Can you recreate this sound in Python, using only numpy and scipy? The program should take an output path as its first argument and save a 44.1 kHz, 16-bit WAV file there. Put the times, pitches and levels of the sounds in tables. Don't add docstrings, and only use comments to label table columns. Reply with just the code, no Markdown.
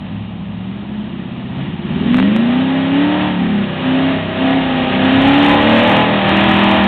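import sys
import numpy as np
from scipy import signal
from scipy.fft import rfft, irfft, next_fast_len
from scipy.io import wavfile
from scipy.ndimage import uniform_filter1d

SR = 44100
rng = np.random.default_rng(int(sys.argv[2]) if len(sys.argv) > 2 else 0)


def waveform_to_disk(signal):
    frames = np.transpose(np.atleast_2d(signal))
    scaled = np.clip(frames, -1, 1) * 32767
    samples = np.round(scaled).astype(np.int16)
    wavfile.write(sys.argv[1], SR, samples)


N = 302967
T = np.arange(N) / SR

# (time [s], speed [rpm])
CRANK_SPEED = [(0, 1325), (.25, 1689), (.42, 1540), (.83, 1883), (1.15, 1994), (1.5, 1907), (1.7, 2180),
               (1.87, 2089), (2.2, 2809), (2.4, 3426), (2.63, 3922), (2.87, 4030), (3.1, 4448),
               (3.26, 4573), (3.5, 4177), (3.75, 3798), (4.1, 4016), (4.34, 3841), (4.55, 4025),
               (4.85, 3774), (5.2, 4013), (5.4, 4300), (5.6, 4354), (6.01, 4879), (6.25, 4736),
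               (6.52, 4848), (6.86, 4770)]
# (start [s], length [s], load [0-1])
THROTTLE_PUSHES = [(0.0, 0.21, 0.73), (.54, .22, 0.15), (1.554, 0.14, 0.81), (1.868, 0.83, 0.96),
                   (2.55, 0.45, 0.78), (2.881, 0.43, 0.95), (3.811, 0.38, 0.8), (4.378, 0.27, 0.83),
                   (4.573, .53, 0.61), (4.984, .64, 0.88), (5.502, 0.515, 0.67), (5.95, 0.24, 0.08),
                   (6.28, 0.58, 0.72)]
# (time [s], level [dB])
APPROACH = [(0, -9), (2, -6), (4.7, -1), (5.2, 3), (5.8, 4.5), (6.86, 3)]
CYLINDERS = [(0, 0.84), (1, 0.44), (0, .7), (0, 0.9), (1, 0.33), (0, 0.93), (1, 0.38), (1, 0.42)]
# (order [multiple of the cycle], level [dB])
ORDERS = [(2, -11.5), (3, -3.5), (4, -5), (6, -2), (7, 2.5), (9, 5.5), (10, 4.5), (11, 6.5), (12, 6.5),
          (13, 11.5), (14, 2), (15, 10), (16, 8), (17, 7.5), (18, 5), (19, 5), (20, 9), (21, 2.5),
          (22, 4.3), (23, -2.1), (24, 1.5), (25, 5), (26, -9.5), (27, -2.5), (28, -2.5), (29, -12.5),
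          (30, -5), (31, -18), (32, -9.5)]
# (frequency [Hz], gain [dB])
PIPE_RESPONSE = [(40, -5), (80, 8), (130, 2), (170, 7.5), (200, 11), (225, 8.5), (255, 5.5), (300, -2.5),
                 (370, -2), (450, -13), (520, -6), (620, -6.5), (720, -7), (850, -3), (1050, 0),
                 (1300, -4.5)]
# (frequency [Hz], width [Hz], gain [dB])
PIPE_MODES = [(192.2, 14, 3.5), (220.3, 26, -3.5), (250, 8.1, 1.5), (548, 25, 3), (635.4, 20, 3.5),
              (671, 36, -5), (769, 18, 2), (793, 22, 8.5), (913, 39, 4.5), (1017, 28, 7.5)]
# (frequency [Hz], gain [dB])
FIRING_RESPONSE = [(90, -34), (110, 2.5), (130, -1.5), (160, -14.5), (200, 1), (250, -2.5), (285, 0),
                   (305, -6.5), (325, -8.5)]
# (frequency [Hz], gain [dB])
BEAT_RESPONSE = [(65, -26.5), (80, -25.5), (90, -20), (120, -12.5), (150, -14), (170, -7.5), (180, -4),
                 (190, -5.5), (200, -1)]
# (frequency [Hz], width [Hz], gain [dB])
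PANEL_MODES = [(523.3, 17, 1.5), (647, 120, 3), (798, 170, -0.5), (1704, 39, 4), (1896, 50, 5.5),
               (2846, 45, 5), (3070, 370, 1.5), (3730, 90, 3.5)]
# (frequency [Hz], level [dB])
BAY_SPECTRUM = [(400, -29), (900, -16.5), (1200, -10), (1460, -13.5), (1800, -10.5), (2170, -13),
                (2450, -10.5), (3000, -12.5), (3400, -15), (3780, -18.5), (4000, -28), (4300, -30),
                (5000, -58)]
# (frequency [Hz], level [dB])
MUD_SPECTRUM = [(30, -21.5), (60, -17), (90, 4), (150, 3), (300, 5), (450, -7.5), (620, -3.5), (820, 2),
                (1100, -6), (1500, -15.5), (2500, -26.5)]
# (frequency [Hz], level [dB])
STREAM_SPECTRUM = [(30, -11), (70, -10), (300, 0), (480, 2), (620, 2.5), (800, -7.5), (1100, -10.5),
                   (1500, -25), (3000, -20), (5000, -35)]
# (time [s], snap height [amplitude], tick level [dB])
OVERLOAD_CLICKS = [(2.145, 0.96, -71), (2.17, 0.45, -23), (2.1843, 0.75, -30), (2.1885, 0.93, -34),
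                   (2.2005, 1, -28), (2.2278, 0.8, -74), (2.3641, .65, -20)]
# (order [multiple of the cycle], boost [dB])
OVERRUN_BOOMS = [(3, 10), (4, 7), (6, 13), (7, 5.5), (9, -0.5), (10, 5.5), (11, 7.5)]
# (time [s], half length [s], level [dB])
GUSTS = [(3.46, 0.022, -36), (5.261, .06, -30), (5.7, 0.25, -37.5), (6.513, 0.33, -40)]
# (time [s], half length [s], frequency [Hz], boost [dB])
HOWLS = [(5.601, 0.63, 847, 14), (5.78, .12, 586.7, 9.5), (6.138, 0.29, 641, 9), (6.68, .2, 890, 8.5)]

CRUISE_RPM = 4000
# (level at full load and cruising speed [dB], rise per doubling of speed [dB],
# loss off throttle [dB], share of the approach [ratio])
FIRING_LAW = (-6, 2.5, 20.5, 0.25)
BEAT_LAW = (-15.5, 1.5, -0.5, -0.36)
BURBLE_LAW = (-33, 8, 3.5, 0.47)
RASP_LAW = (-33, -2.5, 6.0, 1.08)
BAY_LAW = (-22, 3.5, 5, 1.1)
TYRE_LAW = (-22, 2.5, 4.5, 1.0)
BARK_ORDER, BARK_BOOM_DB, BARK_BURBLE_DB, BARK_BAY_DB = 11, 16.5, 3.5, 3.5


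def undb(db):
    return 10 ** (np.asarray(db) / 20)


def walk(rate_hz, t=T):
    return 1.37 * np.interp(t * rate_hz, np.arange(2048), rng.standard_normal(2048))


def response(spectrum, hz):
    points_hz, db = np.transpose(spectrum)
    return undb(np.interp(np.log(hz + 1), np.log(points_hz), db))


def resonances(modes, hz):
    return undb(sum(db / (1 + (2 * (hz - centre) / width) ** 2) for centre, width, db in modes))


def colour(source, spectrum, modes=PANEL_MODES):
    size = next_fast_len(N)
    hz = np.arange(size // 2 + 1) * SR / size
    shaped = irfft(rfft(source, size) * response(spectrum, hz) * resonances(modes, hz), size)[:N]
    return shaped / np.sqrt(np.mean(shaped ** 2))


def throttle(t, attack_s=0.12, release_s=0.15):
    return np.max([load * np.clip(np.minimum((t - s) / attack_s, (s + length - t) / release_s) + .5, 0, 1)
                   for s, length, load in THROTTLE_PUSHES], axis=0)


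def driving(t, inertia_s=.07):
    rpm = uniform_filter1d(np.interp(T, *np.transpose(CRANK_SPEED)), int(inertia_s * SR))
    return np.interp(t, T, rpm), throttle(t), np.interp(t, *np.transpose(APPROACH))


def level_db(law, rpm, load, near_db):
    full_db, speed_db, lift_db, share = law
    return full_db + speed_db * np.log2(rpm / CRUISE_RPM) - lift_db * (1 - load) + share * near_db


def pipe_phase(order, hz, far_lag_s=0.00462, boom_hz=200, boom_width_hz=40):
    puffs = sum(size * np.exp(-2j * np.pi * (order * slot / len(CYLINDERS) + bank * hz * far_lag_s))
                for slot, (bank, size) in enumerate(CYLINDERS))
    return np.angle(puffs) - np.arctan(2 * (hz - boom_hz) / boom_width_hz)


def firing_tones(t, rpm, load, near_db, roughness=0.068, waver_db=1.5):
    tones = [(8, FIRING_LAW, FIRING_RESPONSE, roughness, 0),
             (5, BEAT_LAW, BEAT_RESPONSE, 2 * roughness, swing_db(t))]
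    partials = []
    for order, law, spectrum, rough, aim_db in tones:
        db = level_db(law, rpm, load, near_db) + aim_db
        db += waver_db * (1 - load) * walk(14, t)
        partials.append((order, undb(db) * response(spectrum, order * rpm / 120), rough))
    return partials


def burble_and_rasp(t, rpm, load, near_db, burble_rough=.19, rasp_rough=.22, drift_db=3.5):
    burble_db = level_db(BURBLE_LAW, rpm, load, near_db) + BARK_BURBLE_DB * bark(t, stretch=2.3)
    rasp_db = level_db(RASP_LAW, rpm, load, near_db)
    partials = []
    for order, db in ORDERS:
        hz = order * rpm / 120
        rasp_share = np.clip((hz - 350) / 150, 0, 1)
        db += burble_db * (1 - rasp_share) + rasp_db * rasp_share
        db += drift_db * walk(4, t) * np.sqrt(rpm / CRUISE_RPM)
        db += BARK_BOOM_DB * bark(t) * (order == BARK_ORDER)
        db += overrun_db(t, order, rpm, load) + howl_db(t, hz)
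        gain = undb(db) * response(PIPE_RESPONSE, hz)
        gain *= resonances(PIPE_MODES, hz) * resonances(PANEL_MODES, hz)
        partials.append((order, gain, burble_rough * (1 - rasp_share) + rasp_rough * rasp_share))
    return partials


def exhaust(cycle, flutter_hz=24, drift_rad=0.55):
    t = T[::100]
    state = driving(t)
    cycle_hz = state[0] / 120
    sound = np.zeros(N)
    for order, gain, rough in firing_tones(t, *state) + burble_and_rasp(t, *state):
        flutter = 1 + rough * (walk(flutter_hz, t) + 1j * walk(flutter_hz, t))
        phase = pipe_phase(order, order * cycle_hz) + drift_rad * walk(5, t)
        envelope = np.interp(T, t, gain * flutter * np.exp(1j * phase))
        angle = 2 * np.pi * order * cycle
        sound += envelope.real * np.cos(angle) + envelope.imag * np.sin(angle)
    return sound


def clatter(cycle, gain_db=-3.5, ring_s=0.0067, scatter_db=2):
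    count = len(CYLINDERS)
    firing = np.floor(count * cycle).astype(int)
    onsets = np.flatnonzero(np.diff(firing))
    strength = undb(scatter_db * rng.standard_normal(4096))[:len(onsets)]
    age = T[:2048]
    sound = np.zeros(N)
    for cylinder in range(count):
        knocks = np.zeros(N)
        knocks[onsets] = strength * (firing[onsets] % count == cylinder)
        ring = rng.standard_normal(len(age)) * np.exp(-age / ring_s)
        sound += signal.oaconvolve(knocks, ring)[:N]
    return undb(gain_db) * colour(sound, BAY_SPECTRUM)


def fan(cycle, gain_db=-0.5, chuff=0.14, lope=0.046):
    pulsing = 1 + chuff * np.cos(np.pi * len(CYLINDERS) * cycle) + lope * np.cos(2 * np.pi * cycle)
    return undb(gain_db) * colour(rng.standard_normal(N) * pulsing, BAY_SPECTRUM)


def intake(bay, rpm, centre_hz=1600, width_hz=1600, db_per_doubling=2.5):
    band = signal.lfilter(*signal.iirpeak(centre_hz, centre_hz / width_hz, fs=SR), bay)
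    return bay + band * (undb(db_per_doubling * np.log2(rpm / CRUISE_RPM)) - 1)


def tyres(gain_db=-0.5, patchy_db=0.44):
    return undb(gain_db + patchy_db * walk(24)) * colour(rng.standard_normal(N), MUD_SPECTRUM)


def stream(gain_db=-44):
    return undb(gain_db + walk(10)) * colour(rng.standard_normal(N), STREAM_SPECTRUM, modes=[])


def bark(t, stretch=1, peak_s=2.16, half_s=0.13):
    return np.exp(-((t - peak_s) / (stretch * half_s)) ** 2)


def overload_clicks(pressure, snap_s=0.00011, tick_s=.00003):
    snaps, ticks = np.zeros(N), np.zeros(N)
    for s, height, tick_db in OVERLOAD_CLICKS:
        snaps -= height * np.sign(pressure[int(s * SR)]) * np.exp(-((T - s) / snap_s) ** 2)
        ticks += undb(tick_db) * np.exp(-((T - s) / tick_s) ** 2)
    return snaps, ticks


def overrun_db(t, order, rpm, load, build_s=.34):
    lift = uniform_filter1d(1 - load, int(build_s / t[1]))
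    return dict(OVERRUN_BOOMS).get(order, 0) * lift ** 2 * np.minimum(rpm / CRUISE_RPM, 1) ** 3


def wind():
    swell = sum(undb(db) * np.exp(-((T - s) / half) ** 2) for s, half, db in GUSTS)
    spectrum = [(10, -16.5), (30, 4.0), (50, -1.0), (100, -23.5), (400, -48.5)]
    return swell * colour(rng.standard_normal(N), spectrum, modes=[])


def howl_db(t, hz, width_hz=61):
    return sum(db * np.exp(-((t - s) / half) ** 2 - (2 * (hz - centre) / width_hz) ** 2)
               for s, half, centre, db in HOWLS)


def swing_db(t, start_s=6.03, length_s=.5, rise_db=6):
    return rise_db * np.clip((t - start_s) / length_s, 0, 1)


def scene(bay_lead_s=0.009):
    rpm, load, near_db = driving(T)
    cycle = np.cumsum(rpm / 120) / SR
    pipe = exhaust(cycle)
    bay_load = throttle(T + bay_lead_s)
    bay_db = level_db(BAY_LAW, rpm, bay_load, near_db) + BARK_BAY_DB * bark(T)
    bay = undb(bay_db) * intake(clatter(cycle) + fan(cycle), rpm)
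    mud = undb(level_db(TYRE_LAW, rpm, load, near_db)) * tyres()
    return (pipe + bay + mud + wind() + stream())[None]


def record(dry, ceiling=0.75, clip_at=.715, band_hz=4300, top_hz=15800):
    squashed = dry / (1 + (dry / ceiling) ** 6) ** (1 / 6)
    snaps, ticks = overload_clicks(dry[0])
    band_lowpass = signal.firwin(201, band_hz, window=("kaiser", 7), fs=SR)
    narrow = signal.fftconvolve(squashed + snaps, band_lowpass[None], "same")
    top_lowpass = signal.ellip(8, .2, 70, top_hz, fs=SR, output="sos")
    return signal.sosfilt(top_lowpass, np.clip(narrow, -clip_at, clip_at) + ticks)


dry = scene()
out = record(dry)
waveform_to_disk(out)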